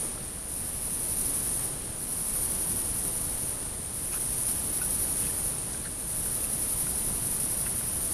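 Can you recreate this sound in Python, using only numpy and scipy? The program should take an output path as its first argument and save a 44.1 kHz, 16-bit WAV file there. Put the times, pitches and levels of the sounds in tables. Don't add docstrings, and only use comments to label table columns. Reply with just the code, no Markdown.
import sys
import numpy as np
from scipy import signal
from scipy.fft import rfft, irfft, next_fast_len
from scipy.io import wavfile

SR = 44100
rng = np.random.default_rng(int(sys.argv[2]) if len(sys.argv) > 2 else 0)


def transcribe(signal):
    frames = np.atleast_2d(signal).T
    limited = np.clip(frames, -1, 1)
    pcm = np.round(limited * 32767).astype(np.int16)
    wavfile.write(sys.argv[1], SR, pcm)


N = 358533

# time_s, period_s, level_db
CRICKET_RUNS = [
    [(0.0, .087, -38)],
    [(.476, 0.075, -38), (.638, .0909, -38), (1.084, 0.084, -32), (1.605, 0.094, -34)],
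    [(1.994, 0.084, -35.5), (2.336, .0808, -32.5), (2.854, .0943, -33), (3.481, 0.076, -36)],
    [(3.932, 0.089, -36), (4.027, .0865, -33.5), (4.545, 0.088, -32.5), (4.979, 0.0867, -32),
     (5.431, 0.094, -34.5)],
    [(5.978, 0.088, -37), (6.074, 0.076, -35), (6.403, 0.093, -31.5), (7.379, .0875, -33),
     (8.101, 0.09, -33.5)],
]
# age_s, gain_db
STROKE_ENVELOPE = [(0, -32), (.008, -4.5), (.02, -3.5), (.028, -16), (.038, -4.5), (.055, -5.5),
                   (.066, -12), (.085, -18.5), (.11, -28)]
# freq_hz, gain_db
WING_SPECTRUM = [(4120, -51), (7000, -24), (7880, -13), (9250, 0), (10100, 3.5), (11200, -1.5),
                 (13000, -8.5), (14200, -24)]
# freq_hz, width_hz, level_db
WING_RESONANCES = [(9094, 20, -19), (9390, 50, -16), (9722, 40, -16), (10130, 60, -14), (10331, 40, -11),
                   (10463, 45, -14), (10774, 45, -17), (10868, 27, -14), (11089, 27, -18), (11441, 14, -17),
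                   (11618, 27, -20), (11725, 25, -23), (12000, 30, -24), (12269, 30, -24)]
# centre_hz, lag_s
WING_BAND_LAGS = [(8500, 0.016), (10300, 0.0047), (12000, -0.0068), (13500, -0.00065)]
# time_s, level_db
CHORUS_LEVELS = [(0.0, -33), (0.2, -39.5), (0.4, -38.5), (1.3, -34.5), (1.55, -33.5), (1.9, -38.5),
                 (2.33, -35), (3.5, -35.5), (3.95, -38), (4.4, -34), (4.75, -37), (5.43, -33.5), (5.9, -37),
                 (6.4, -35.5), (7.0, -34), (7.88, -37), (8.13, -33)]
# freq_hz, gain_db
CHORUS_SPECTRUM = [(5000, -34), (7000, -20), (7800, -18), (8880, -5), (9400, -1), (10000, -1),
                   (10800, -8.5), (11600, -14.5), (12600, -26), (13600, -35), (14100, -40)]
# pitch_hz, level_re_chorus_db
WHISTLE_TONES = [(9483, -13.5), (9555, -13.5)]
# freq_hz, gain_db
HISS_SPECTRUM = [(8.8, -26), (15, 1), (51, 0.5), (138, -2.5), (2150, -22.5), (3900, -23), (4500, -23),
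                 (5850, -24.5), (9900, -120)]
# start_s, level_db, length_s, centre_hz, width_hz
RUSTLE_BURSTS = [(0.014, -44.5, 0.055, 295, 298), (3.024, -46, 0.076, 300, 300),
                 (4.112, -49, 0.054, 2490, 700), (4.113, -48, 0.047, 6200, 2500),
                 (4.117, -47.5, .08, 1150, 900), (4.483, -45, .01, 3500, 5000),
                 (5.181, -52.5, 0.11, 2800, 1500), (5.725, -47, 0.021, 5500, 4000),
                 (5.841, -48, 0.04, 1600, 600), (5.848, -49, .014, 4200, 700),
                 (7.66, -46, 0.021, 1600, 500), (7.649, -48.5, .03, 2600, 400),
                 (7.807, -46, 0.009, 1200, 1500)]
# start_s, peak_db, pitch_hz, t60_s
WATER_DROPS = [(0.177, -36.5, 1350, 0.03), (0.6913, -46, 1080, 0.022), (4.128, -37, 2520, 0.026),
               (4.815, -32.5, 1463, 0.098), (5.069, -41, 1480, 0.03), (5.2535, -40, 1740, 0.03),
               (5.2679, -37, 2530, 0.03), (5.2974, -38, 1770, 0.03), (5.747, -37, 1570, 0.027),
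               (5.8597, -40, 1590, 0.03), (6.2602, -40, 1510, 0.03), (6.3753, -40, 1320, 0.03),
               (6.4428, -38.5, 2630, 0.034), (6.869, -33.5, 1430, 0.03), (7.019, -40, 3090, 0.03),
               (7.529, -41, 1100, 0.03), (7.665, -38, 2000, 0.03), (7.8101, -39, 1430, 0.03)]

TEETH_PER_S = 7000
FIRST_STROKE_DB, STROKE_SPREAD_DB, STROKE_JITTER_S = -2.5, 1.0, 0.0011
FOLIAGE_T60_S, FOLIAGE_DB = 0.75, -6
CHORUS_LIFT_DB = 2.5
MIRROR_HZ, MIRROR_DB, CUTOFF_HZ = 8000, -19, 14350
HISS_DB, TREBLE_HISS_DB = -39, -54.5
HISS_DB_PER_SONG_DB, HISS_AVERAGING_S = 0.49, 0.11


def amp(db):
    return 10 ** (np.asarray(db) / 20)


def unit_rms(x):
    return x / np.sqrt(np.mean(x ** 2) + 1e-20)


def curve(rows, t):
    return np.interp(t, *np.transpose(rows))


def coloured(x, spectrum):
    size = next_fast_len(N)
    freq_hz, gain_db = np.transpose(spectrum)
    bins_hz = np.fft.rfftfreq(size, 1 / SR)
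    gain = amp(np.interp(np.log(bins_hz + 1), np.log(freq_hz), gain_db))
    return irfft(rfft(x, size) * gain, size)[:N]


def drift(rate_hz):
    r = np.exp(-80 * np.pi * rate_hz / SR)
    slow = signal.lfilter([1], [1, -2 * r, r * r], rng.standard_normal(N // 40 + 2002))[2000:]
    return np.interp(np.arange(N) / 40, np.arange(len(slow)), unit_rms(slow))


def resonance(x, centre_hz, width_hz):
    r = np.exp(-np.pi * width_hz / SR)
    feedback = [1, -2 * r * np.cos(2 * np.pi * centre_hz / SR), r * r]
    return signal.lfilter((1 - r * r) / 2 * np.array([1, 0, -1]), feedback, x)


def clicks(per_s, spread_db):
    sizes = amp(spread_db * np.minimum(rng.exponential(1, N), 4)) * rng.choice([-1, 1], N)
    return unit_rms(sizes * (rng.random(N) < per_s / SR))


def wing_strokes():
    rows = []
    for run in CRICKET_RUNS:
        time_s, period_s, level_db = np.transpose(run)
        start_s = time_s[0]
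        while start_s < time_s[-1] + period_s[-1] / 2:
            opening_db = FIRST_STROKE_DB * (start_s == time_s[0])
            rows.append((start_s, np.interp(start_s, time_s, level_db) + opening_db))
            start_s += np.interp(start_s, time_s, period_s)
    scatter = rng.standard_normal((100, 2))[:len(rows)]
    return np.array(rows) + scatter * [STROKE_JITTER_S, STROKE_SPREAD_DB]


def near_cricket(t):
    power, out = np.zeros(N), np.zeros(N)
    for start_s, level_db in wing_strokes():
        active = (t > start_s - .02) & (t < start_s + .2)
        power += amp(level_db + curve(STROKE_ENVELOPE, t - start_s)) ** 2 * active
    teeth = clicks(TEETH_PER_S, spread_db=2.0)
    wing = unit_rms(coloured(teeth, WING_SPECTRUM))
    for freq_hz, width_hz, level_db in WING_RESONANCES:
        wing += amp(level_db) * unit_rms(resonance(teeth, freq_hz, width_hz))
    for centre_hz, lag_s in WING_BAND_LAGS:
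        band = coloured(wing, [(hz, 0 if hz == centre_hz else -12.0) for hz, _ in WING_BAND_LAGS])
        envelope = np.sqrt(np.interp(t - lag_s, t, power))
        out += amp(0.61 * drift(rate_hz=24)) * band * envelope
    return out


def foliage(song):
    age_s = np.arange(SR // 2) / SR
    tail = rng.standard_normal(len(age_s)) * amp(-60 * age_s / FOLIAGE_T60_S)
    tail /= np.sqrt(np.sum(tail ** 2))
    return amp(FOLIAGE_DB) * signal.fftconvolve(song, tail)[:N]


def far_chorus(t):
    grains = unit_rms(coloured(clicks(per_s=9000, spread_db=0.0), CHORUS_SPECTRUM))
    treble = coloured(grains, [(9800, -40), (10500, -6), (11500, -1)])
    grains += (amp(CHORUS_LIFT_DB + 0.88 * drift(rate_hz=10)) - 1) * treble
    return amp(curve(CHORUS_LEVELS, t) + 0.35 * drift(rate_hz=11)) * grains


def whistles(t):
    out = np.zeros(N)
    for pitch_hz, level_re_chorus_db in WHISTLE_TONES:
        rms_db = curve(CHORUS_LEVELS, t) + level_re_chorus_db + 3.0 * drift(rate_hz=2.7)
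        phase_rad = 2 * np.pi * pitch_hz * t + 1.1 * drift(rate_hz=2.1)
        out += amp(rms_db) * np.sqrt(2) * np.sin(phase_rad)
    return out


def mirror_image(song, t):
    folded = song * 2 * np.cos(2 * np.pi * (2 * MIRROR_HZ) * t)
    band_pass = signal.butter(4, [3500, 8500], "band", fs=SR, output="sos")
    return amp(MIRROR_DB) * signal.sosfilt(band_pass, folded)


def microphone_hiss(song):
    pole = np.exp(-1 / (HISS_AVERAGING_S * SR))
    power, _ = signal.lfilter([1 - pole], [1, -pole], song ** 2, zi=[np.mean(song[:2000] ** 2)])
    swell = (power / np.mean(power)) ** (HISS_DB_PER_SONG_DB / 2)
    treble = coloured(rng.standard_normal(N), [(9000, -30), (11500, 0), (13700, 0), (14200, -12)])
    body = coloured(rng.standard_normal(N), HISS_SPECTRUM)
    return amp(HISS_DB) * swell * unit_rms(body) + amp(TREBLE_HISS_DB) * unit_rms(treble)


def rustles(t):
    noise, out = rng.standard_normal(N), np.zeros(N)
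    for start_s, level_db, length_s, centre_hz, width_hz in RUSTLE_BURSTS:
        swell = np.sin(np.pi * np.clip((t - start_s) / length_s, 0, 1))
        band = resonance(noise, centre_hz, width_hz)
        burst = swell * resonance(band, centre_hz, width_hz)
        burst_rms = np.sqrt(np.sum(burst ** 2) / (length_s * SR))
        out += amp(level_db) * burst / burst_rms
    return out


def drops(t):
    out = np.zeros(N)
    small_bubble_ratios = rng.uniform(1.19, 1.89, (len(WATER_DROPS), 2))
    for (start_s, peak_db, pitch_hz, t60_s), ratios in zip(WATER_DROPS, small_bubble_ratios):
        age_s = np.maximum(t - start_s, 0)
        decay_db = 60 * age_s / t60_s
        phase_rad = 2 * np.pi * pitch_hz * age_s
        out += amp(peak_db - decay_db) * np.sin(phase_rad * (1 + 0.2 * age_s))
        for ratio in ratios:
            out += amp(peak_db - 10 - 2.5 * decay_db) * np.sin(ratio * phase_rad)
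    return out


def scene():
    t = np.arange(N) / SR
    cricket = near_cricket(t)
    song = cricket + foliage(cricket) + far_chorus(t) + whistles(t)
    mono = song + mirror_image(song, t) + microphone_hiss(song) + drops(t) + rustles(t)
    return np.array([mono, mono])


def record(dry):
    return signal.sosfilt(signal.ellip(12, .2, 70, CUTOFF_HZ, fs=SR, output="sos"), dry)


dry = scene()
out = record(dry)
transcribe(out)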